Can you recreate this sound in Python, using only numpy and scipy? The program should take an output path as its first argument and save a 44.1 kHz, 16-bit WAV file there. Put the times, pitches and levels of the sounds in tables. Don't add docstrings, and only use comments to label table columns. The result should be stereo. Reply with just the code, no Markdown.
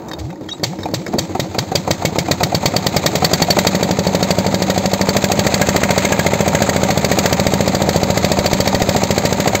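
import sys
import numpy as np
from scipy import signal
from scipy.fft import rfft, irfft
from scipy.io import wavfile
from scipy.ndimage import map_coordinates

SR = 44100
rng = np.random.default_rng(int(sys.argv[2]) if len(sys.argv) > 2 else 0)


def dump(signal):
    limited = np.clip(np.atleast_2d(signal).T, -1, 1)
    pcm = np.round(limited * 32767).astype(np.int16)
    wavfile.write(sys.argv[1], SR, pcm)


def linear_from_db(decibels):
    return 10 ** (np.asarray(decibels, float) / 20)


N = 423360
FULL_SPEED_PER_S, USUAL_CHARGE_DB = 14, -11


def rms_one(x):
    return x / np.sqrt(np.mean(x ** 2) + 1e-20)


def shape(x, points, share=1):
    hz, db = np.transpose(points)
    grid_hz = np.maximum(np.arange(N // 2 + 1) * SR / N, 1)
    gain_db = share * np.interp(np.log(grid_hz), np.log(hz), db)
    return irfft(rfft(x) * linear_from_db(gain_db), N)


def noise(points):
    return rms_one(shape(rng.standard_normal(N), points))


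def flicker(rate_per_s, depth_db):
    steps = rng.standard_normal(int(N / SR * 400) + 2)
    place = np.arange(N) / SR * rate_per_s % 3000
    return linear_from_db(depth_db * np.interp(place, np.arange(len(steps)), steps))


def ring(push, modes):
    out = 0
    for hz, db, t60_s in modes:
        r, w = linear_from_db(-60 / (t60_s * SR)), 2 * np.pi * hz / SR
        mode = signal.lfilter([np.cos(w)], [1, -2 * r * np.cos(w), r * r], push + 1e-18)
        out = out + linear_from_db(db) * mode * np.tan(w)
    return out


def bursts(times_s, db, rise_s, fall_s):
    clicks = np.zeros(N)
    np.add.at(clicks, np.clip((np.asarray(times_s) * SR).astype(int), 0, N - 1), linear_from_db(db))
    up, down = np.exp(-1 / (rise_s * SR)), np.exp(-1 / (fall_s * SR))
    falling = signal.lfilter([1], [1, -down], clicks + 1e-18)
    return signal.lfilter([1 - up], [1, -up], falling)


# cycle number, speed in cycles per s.
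SPEED = [(0, 2.235), (1, 3.275), (4, 5.309), (10, 8.323), (21, 11.865), (25, 12.58), (26, 12.444),
         (33, 12.732), (38, 12.758), (52, 13.837), (57, 14.05), (61, 14.022), (76, 14.323), (77, 14.157),
         (97, 13.842), (103, 13.337)]
FIRST_OPENING_S, CYCLES = .185, 104


def cycle():
    number, per_s = np.transpose(SPEED)
    length = np.interp(np.arange(CYCLES + 1), number, per_s ** 2) ** -.5
    at = FIRST_OPENING_S + np.cumsum(length) - length
    t = np.arange(N) / SR
    which = np.maximum(np.searchsorted(at, t) - 1, 0)
    return at, length, which, (t - at[which]) / length[which]


# time in s, charge as jet level in dB, gas heat from 0 to 1.
RUNNING = [(.195, -28.5, 0), (.63, -14, 0.07), (1.5, -12, 0.05), (1.75, -11, 0.06), (3.3, -4.5, 0.15),
           (3.6, -4.5, 0.5), (3.75, -10.5, 0.46), (4.03, -15.5, 0.4), (4.27, -9, 0.4), (4.66, -14.5, 0.39),
           (5.2, -7.5, 0.52), (5.9, -8, 0.62), (6.8, -12, 0.53), (7.2, -7.5, 0.43), (7.7, -13, 0.45),
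           (8.3, -9.5, 0.56), (8.6, -8, 0.55), (9.1, -13, 0.55), (9.6, -9.5, 0.62)]


def warmth(t):
    share_per_db = .004
    charge_db = np.interp(t, *np.transpose(RUNNING)[:2])
    return 1 + share_per_db * (charge_db - USUAL_CHARGE_DB) * np.clip(t - 2.5, 0, 1)


# time in s, relative level in dB.
COLD_KNOCKS = [(0.856, -15), (1.135, -19), (1.352, -13), (1.547, -14), (1.718, -12.5), (1.877, -10.5),
               (2.023, -14), (2.158, -13.5), (2.284, -12.5), (2.406, -10.5)]
HARD_KNOCKS = [19, 23, 34, 47, 51, 54, 57, 65, 67, 76, 88, 96, 97, 102, 103]
# time in s, gain in dB.
RING_DRIFT = [(0.2, -16), (.63, -7), (.93, -8), (1.18, -7), (1.4, -5.5), (1.9, -3.5), (2.5, 1), (3.3, -1),
              (4, -1), (4.8, -0.5), (5.5, -2), (6.3, -3.5), (7.2, 1), (8, -2), (8.8, -2.5), (9.6, -5.5)]
# dB at usual charge and full speed, share of charge swing, share of speed swing, chance dB.
POP_LAW = (-0.5, -0.063, 0.43, 0.72)
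RING_LAW = (-19.5, -0.37, -0.16, 0.4)
KNOCK_LAW = (-19, 0.5, 0, 1.5)
HISS_LAW = (-29.5, 0.23, 1.46, 0.34)
RATTLE_LAW = (-23.5, 0.08, 1.02, -0.2)


def strengths():
    jet_chance_db, unfired_loss_db, hard_knock_db, cold_knock_db = 1.22, 12, 3, -2
    lead_share, lead_chance_share = .222, .009
    at, length = cycle()[:2]
    luck = rng.standard_normal((len(at), 7))
    charge_db = np.interp(at, *np.transpose(RUNNING)[:2]) + jet_chance_db * luck[:, 0]
    speed_db = 20 * np.log10(1 / (length * FULL_SPEED_PER_S))
    levels = []
    for k, law in enumerate((POP_LAW, RING_LAW, KNOCK_LAW, HISS_LAW, RATTLE_LAW)):
        db, by_charge, by_speed, chance_db = law
        swing_db = by_charge * (charge_db - USUAL_CHARGE_DB) + by_speed * speed_db
        levels.append(db + swing_db + chance_db * luck[:, k + 1])
    pop, ringing, knock, hiss, rattle = levels
    number = np.arange(len(at))
    pop = pop - unfired_loss_db * (number == 0)
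    knock = knock + hard_knock_db * np.isin(number, HARD_KNOCKS) - unfired_loss_db * (number < 2)
    lead = (lead_share + lead_chance_share * luck[:, -1]) * np.append(length[0], length[:-1])
    cold_s, cold_db = np.transpose(COLD_KNOCKS)
    cold = slice(2, 2 + len(cold_s))
    lead[cold], knock[cold] = at[cold] - cold_s, cold_db + cold_knock_db
    ringing = ringing + np.interp(at, *np.transpose(RING_DRIFT))
    return charge_db, pop, ringing, knock, hiss, rattle, lead


def frame(heat):
    hum = rms_one(ring(rng.standard_normal(N), [(321.2, 0, 0.14)]))
    return linear_from_db(-33.0 - 6.2 * heat) * flicker(16, 1.5) * hum


def first_push():
    start_s, length_s, hz, db = .18, .1, 74, -20
    since = np.arange(N) / SR - start_s
    swell = np.sin(np.pi * np.clip(since / length_s, 0, 1))
    return linear_from_db(db) * swell * np.sin(2 * np.pi * hz * since)


# time in s, relative level in dB.
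PUFF = [(0.2, -23), (0.6, -15), (3.3, -5), (4.7, -21), (5.7, -3), (6.3, -8), (7.2, -5), (7.7, -8),
        (8.8, -1), (9.6, -14)]


def puffs():
    hz, t60_s, push_s, chance_db, own_chance_db = 38, 0.053, .004, 4, 3.5
    at = cycle()[0]
    luck = rng.standard_normal((len(at), 3))
    db = np.interp(at, *np.transpose(PUFF)) + chance_db * luck[:, 0]
    thumps = []
    for k in (1, 2):
        push = bursts(at, db + own_chance_db * luck[:, k], push_s / 2, push_s) / (push_s * SR)
        thumps.append(ring(push, [(hz, 0, t60_s)]))
    return np.array(thumps)


def low_throb(pop_db):
    start_share, span_share, hz, db = .46, .3, 95, -22
    at, length, which, share = cycle()
    part = np.clip((share - start_share) / span_share, 0, 1)
    tone = np.cos(2 * np.pi * hz * (part - .5) * span_share * length[which])
    return linear_from_db(pop_db[which] + db) * np.sin(np.pi * part) * tone


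# mode in Hz, level in dB, t60 in s.
HANDLE = [(1900, 2, .018), (2250, 2, .02), (2620, 0, .025), (3120, 0, .02), (3720, -2, .03),
          (4500, -5, .02), (5150, -6, .015), (6200, -8, .015), (6900, -8, .015), (7600, -8, .02)]
# time in s, relative level in dB, relative thud level in dB, brightest pitch in Hz.
CLANKS = [(0.0848, -11, -30, 7000), (0.114, -9.5, -43, 3120), (0.134, -10, -38, 3530),
          (0.304, -21, -26, 2430), (0.357, -29, -40, 1650), (0.4103, -26, -20.5, 1820),
          (.325, -36, -45, 4230), (0.432, -25, -45, 3570), (0.4864, -10, -41, 3280),
          (0.597, -26, -19, 1950), (0.788, -18, -20, 1910), (0.8044, -19, -41, 5360),
          (0.8317, -14, -29, 3440), (0.911, -27, -28, 4800), (.888, -29, -16, 1900), (.725, -26, -36, 2200),
          (1.014, -24, -28, 2080), (1.064, -14, -15, 1860), (1.079, -15, -43, 7500), (1.14, -22, -9, 2500),
          (1.2947, -19, -14, 7500)]
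# start in s, end in s, start pitch in Hz, end pitch in Hz, level in dB.
SQUEAKS = [(.487, .504, 3230, 3330, -17), (.5, .517, 5000, 6400, -33), (.522, .537, 4450, 4600, -34),
           (.49, .505, 6800, 6700, -36), (.488, .51, 6200, 6150, -38), (.52, .535, 5800, 5600, -38),
           (.52, .532, 6800, 7000, -37), (.504, .52, 3200, 3350, -31), (.512, .536, 3800, 3790, -14),
           (.49, .532, 2950, 2650, -28), (.534, .554, 2700, 2760, -31), (.53, .565, 3830, 3850, -33),
           (.514, .575, 7650, 7650, -34), (.795, .88, 5380, 5420, -44)]


def cranking():
    width_octaves, far_db, ring_db, chance_db = 0.52, -12, -11.5, 4.2
    out, t = np.zeros(N), np.arange(N) / SR
    rough = rng.standard_normal(N) * flicker(400, 4)
    dull = noise([(150, 8.5), (300, 13), (900, -3.5), (2500, -49)])
    luck = rng.standard_normal((len(CLANKS), len(HANDLE)))
    for (s, db, thud_db, bright_hz), chance in zip(CLANKS, luck):
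        near = slice(int(s * SR), int((s + 0.18) * SR))
        since = t[near] - s
        modes = []
        for (hz, mode_db, t60_s), c in zip(HANDLE, chance):
            far = min(abs(np.log2(hz / bright_hz)) / width_octaves, 1)
            modes.append((hz, mode_db + chance_db * c + far_db * far, t60_s))
        blow = np.exp(-since / 0.006) * rough[near]
        contact = linear_from_db(-8) * signal.lfilter([.6], [1, -.4], blow)
        out[near] += linear_from_db(db + ring_db) * (ring(blow, modes) / 5 + contact)
        out[near] += linear_from_db(thud_db - 4.5) * np.exp(-since / 0.031) * dull[near]
    for start, end, start_hz, end_hz, db in SQUEAKS:
        part = np.clip((t - start) / (end - start), 0, 1)
        hz = (start_hz + (end_hz - start_hz) * part) * flicker(300, .06)
        swell = flicker(300, 3) * np.sin(np.pi * part) ** .7
        out += linear_from_db(db) * swell * np.sin(2 * np.pi * np.cumsum(hz) / SR)
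    return out


# mode in Hz, level in dB, t60 in s.
BLOCK = [(291, -13.5, 0.04), (370, -18.5, 0.039), (460, -19, 0.052), (590, -16.5, 0.019), (727, -9, 0.048),
         (764.5, -9.5, 0.037), (894, -16.5, 0.074), (1070, -11.5, 0.0069), (1250, -18.5, .015),
         (1650, -31, 0.011), (2060, -22, 0.014), (2405, -18.5, 0.023)]
# share of cycle, relative level in dB.
CONTACTS = [(.16, -40.5), (0.251, -37.5), (0.32, -34), (0.62, -37)]
# frequency in Hz, gain in dB.
RATTLE = [(45, -3.5), (90, -7), (170, -1.5), (260, -3.5), (320, -11.5), (400, -4), (700, -7.5), (920, -8),
          (1100, -16.5), (1600, -22.5), (4000, -49.5)]


def block(knock_db, lead, rattle):
    breath_share = 0.42
    at, length, which, share = cycle()
    knock = bursts(at - lead - .002, knock_db - 15, .002, .006)
    shake = knock * linear_from_db(6.0) * flicker(250, 1.3)
    for part, db in CONTACTS:
        luck = rng.standard_normal((len(at), 2))
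        contact_s = at + (part + 0.0055 * luck[:, 0]) * length
        shake = shake + bursts(contact_s, db + 3 * luck[:, 1], 0.00083, 0.0015)
    blows = shake * rng.standard_normal(N)
    struck = ring(blows, BLOCK) + linear_from_db(5.5) * shape(blows, NOISE_BANDS)
    swing = linear_from_db(breath_share * np.interp(share, *np.transpose(BREATH)))
    return struck + rattle * swing * flicker(30, 1.77) * noise(RATTLE)


def cylinder_gas(knock_db, lead):
    full_speed_hz, speed_power, sag, chance_share, db, full_speed_span_s = 823, .7, 0.06, 0.0398, -9.5, 0.0059
    at, length = cycle()[:2]
    t, speed = np.arange(N) / SR, 1 / (length * FULL_SPEED_PER_S)
    knock_s = at - lead
    which = np.maximum(np.searchsorted(knock_s, t) - 1, 0)
    span_s = full_speed_span_s / np.sqrt(speed)
    age = np.maximum(t - knock_s[which] + .002, 0) / span_s[which]
    start_hz = full_speed_hz * speed ** speed_power * (1 + chance_share * rng.standard_normal(len(at)))
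    tone = np.sin(2 * np.pi * np.cumsum(start_hz[which] / (1 + sag * age)) / SR)
    swell = np.e * age * np.exp(-age)
    return linear_from_db(knock_db + db)[which] * swell * flicker(300, 5) * tone


# mode in Hz, level in dB, t60 in s, dB gained per sample of microphone lag lost.
WALL = [(1650, -28, 0.055, 7.5), (1910, -7, 0.038, -2), (2124, -8, 0.011, 4), (2222, -3.5, 0.053, -10),
        (3245, -4, 0.059, -1.7), (3760, -2, 0.053, -6.8), (4495, 2, 0.024, -2.5), (4670, -3.5, 0.022, -2),
        (6500, -14, 0.011, 4.5), (7480, -10.5, 0.036, -1.5)]


def wall(jet_db, lag_lost):
    at, length, which, share = cycle()
    strength = linear_from_db(4 * rng.standard_normal((CYCLES + 1, len(WALL))))
    push = bursts(at + 0.0012, jet_db - 18.0, 0.0016, 0.0037) * rng.standard_normal(N)
    out = 0
    for k, (hz, db, t60_s, turn_db) in enumerate(WALL):
        blow = push * strength[which, k] * linear_from_db(turn_db * lag_lost)
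        out = out + ring(blow, [(hz, db, t60_s)])
    return out


# share of cycle, cold pitch in Hz, then relative dB of the first mode, its octave,
# the third mode, the fifth mode.
STROKE = [(0, 65, -34, -40, -47, -53), (0.058, 79, -14, -42, -41, -49), (0.141, 110, 1, -27, -57, -57),
          (0.22, 144, 4, 1.5, -9, -1), (0.299, 183, 9.5, -8, 7, -5), (.42, 191.4, 0.5, -33, 9.5, 1),
          (.55, 191.7, 4, -23, -9, -12), (0.751, 189, -1, -25, -20, -27), (1, 186, -6.5, -30, -9, -28)]


def exhaust_stroke(ring_db, heat):
    hot_pipe_hz, heat_lift, hot_start_db, shut_share = 194.7, 2.03, -28, .273
    at, length, which, share = cycle()
    part, cold_hz, *mode_db = np.transpose(STROKE)
    cold_hz = np.interp(share, part, cold_hz)
    hz = cold_hz + np.minimum(heat_lift * heat, 1) * (hot_pipe_hz - cold_hz)
    turns = np.cumsum(hz) / SR
    warm_turns = np.cumsum(hz * warmth(np.arange(N) / SR)) / SR
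    shut = np.minimum((at + shut_share * length) * SR, N - 1).astype(int)
    turns, warm_turns = turns - turns[shut][which], warm_turns - warm_turns[shut][which]
    slow_fade_db = 105 * (.75 - heat) * (.17 - np.minimum(share, .4))
    soft_start_db = hot_start_db * heat * np.clip(1 - share / 0.24, 0, 1)
    gate = np.clip((1 - share) * 30, 0, 1) * (share > 0)
    level = linear_from_db(ring_db[which] + slow_fade_db + soft_start_db + 2.5) * gate
    out = 0
    for order, db in zip((1, 2, 2.92, 4.82), mode_db):
        upper_db = -10 * (.75 - heat) * (order > 1)
        tone = np.cos(2 * np.pi * order * (warm_turns if order > 2 else turns))
        out = out + linear_from_db(np.interp(share, part, db) + upper_db) * flicker(60, 1.1) * tone
    return level * out


# frequency in Hz, gain in dB.
JET = [(900, 7.5), (1400, -4.5), (2070, 8.5), (2900, 2), (3250, 4.5), (3760, 4.5), (4450, 5.5),
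       (5000, -1.5), (5900, 0.5), (6500, 1.5), (7000, 0.5), (7500, 2), (8300, -8.5), (13000, -21)]
# frequency in Hz, gain in dB.
NOISE_BANDS = [(900, -55), (1150, 6), (1500, 0.5), (2100, 6), (2500, 3), (2900, -3), (3400, -1.5),
               (4000, 1.5), (4600, -2), (5000, -7.5), (5800, -13.5), (6400, -1.5), (7500, -4.5),
               (8400, -17), (9000, -37), (11200, -48), (11800, -26), (14000, -26.5)]
# share of cycle, gain in dB.
BREATH = [(0, 6), (.3, -1), (.48, -4.5), (.62, 1.5), (.72, -1), (.8, 3.5), (.93, -2), (1, 0)]


def jet(jet_db, hiss_db):
    at, length, which, share = cycle()
    since = np.maximum(share * length[which] - .0004, 0)
    span_s = 0.0045 * (length[which] / 0.076) ** 0.72
    blast = (since / span_s) ** 1.21 * np.exp(-(since / span_s) ** 2.63) * linear_from_db(1.0)
    trail = linear_from_db(-14.5) * np.exp(-share / 0.18) * np.minimum(since / span_s, 1) * flicker(90, 3.5)
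    top_noise = noise([(9000, -55), (12000, -2.5), (16000, -3.5)])
    top_band = linear_from_db(-22.5) * np.exp(-since / 0.012) * (since > 0) * top_noise
    gusty = noise(JET) * flicker(500, 2.5)
    hiss_level = linear_from_db(hiss_db + np.interp(share, *np.transpose(BREATH)))
    hiss = hiss_level * flicker(25, 0.98) * flicker(180, 4.08) * noise(NOISE_BANDS)
    return linear_from_db(jet_db)[which] * ((blast + trail) * gusty + top_band) + hiss


# mode in Hz, level in dB, t60 in s, lead in turns.
MOUTH = [(90, -14, .09, .31), (168, -12, .1, .07), (240, -17, .012, 0), (420, -17, .03, .04),
         (576, -3.8, .023, 0), (900, -25, .02, .1)]


def pops(pop_db):
    size, rise = 2600, 50
    out = np.zeros(N + SR)
    t = (np.arange(size) - rise) / SR
    build = np.sin(np.pi / 2 * np.clip(np.arange(size) / rise, 0, 1)) ** 2
    for s, level_db in zip(cycle()[0], pop_db):
        crest = 0
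        for hz, db, t60_s, lead in MOUTH:
            warm_hz = hz * warmth(s) ** (hz > 400)
            decay = linear_from_db(db - 60 * np.maximum(t, 0) / t60_s)
            crest = crest + decay * np.cos(2 * np.pi * (warm_hz * t + lead))
        out[int(s * SR) - rise:][:size] += linear_from_db(level_db) * build * crest
    return out[:N]


# time in s, lag of the right one in samples.
TURNING = [(0, 8.2), (5.0, 7.34), (6.1, 5.1), (7.1, 6.6), (7.7, 6.76), (8.5, 7.67), (9.6, 6.24)]
# frequency in Hz, level difference in dB.
LEFT_OVER_RIGHT = [(60, -0.5), (99, -1.0), (160, -2.0), (270, -1.5), (450, 2.5), (740, -1.0), (1220, 3.0),
                   (2010, -3.5), (3330, 0.0), (5500, 0.0), (9080, 5.5), (15000, 3.0)]
# frequency in Hz, gain in dB.
UNSHARED = [(60, -9), (300, -4), (700, -10), (1500, -2), (4000, 3.5), (7000, 4), (16000, 11)]


def scene():
    turn_hiss_db_per_sample, handle_rattle_db, handle_off_s = 0.4, -40.5, 0.24
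    t, at = np.arange(N) / SR, cycle()[0]
    jet_db, pop_db, ring_db, knock_db, hiss_db, rattle_db, lead = strengths()
    heat = np.interp(t, *np.transpose(RUNNING)[::2])
    lag = np.interp(t, *np.transpose(TURNING))
    lag_lost = lag[0] - lag
    hiss_db = np.interp(t, at, hiss_db) + turn_hiss_db_per_sample * lag_lost
    handle = linear_from_db(handle_rattle_db) / (1 + np.exp(np.minimum((t - handle_off_s) / 0.02, 50)))
    rattle = linear_from_db(np.interp(t, at, rattle_db)) + handle
    shared, *own = [jet(jet_db, hiss_db) + block(knock_db, lead, rattle) for draw in range(3)]
    engine = frame(heat) + first_push() + low_throb(pop_db) + cranking() + shared
    engine = engine + cylinder_gas(knock_db, lead) + wall(jet_db, lag_lost)
    engine = engine + exhaust_stroke(ring_db, heat) + pops(pop_db)
    left, right = [engine + shape(x, UNSHARED) for x in own]
    left = np.roll(shape(left, LEFT_OVER_RIGHT, share=.5), -4)
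    right = shape(right, LEFT_OVER_RIGHT, share=-.5)
    right = map_coordinates(right, [np.arange(N) - lag + 4], order=3)
    return np.array([left, right]) + puffs()


def top_cut(x):
    return signal.sosfilt(signal.butter(12, 16420, fs=SR, output="sos"), x)


def record(dry):
    low_hz, high_hz, gap_db = 8500, 11600, -18
    bass = [(25, -20), (48, -17), (65, -6), (90, 0)]
    gap = [(low_hz * .99, 0), (low_hz * 1.02, gap_db), (high_hz * .99, gap_db), (high_hz, 0)]
    top = [(15700, 0), (15900, -22)]
    mix = np.array([shape(channel, bass + gap + top) for channel in np.clip(dry, -1, 1)])
    return top_cut(np.clip(mix, -1, 1))


dry = scene()
out = record(dry)
dump(out)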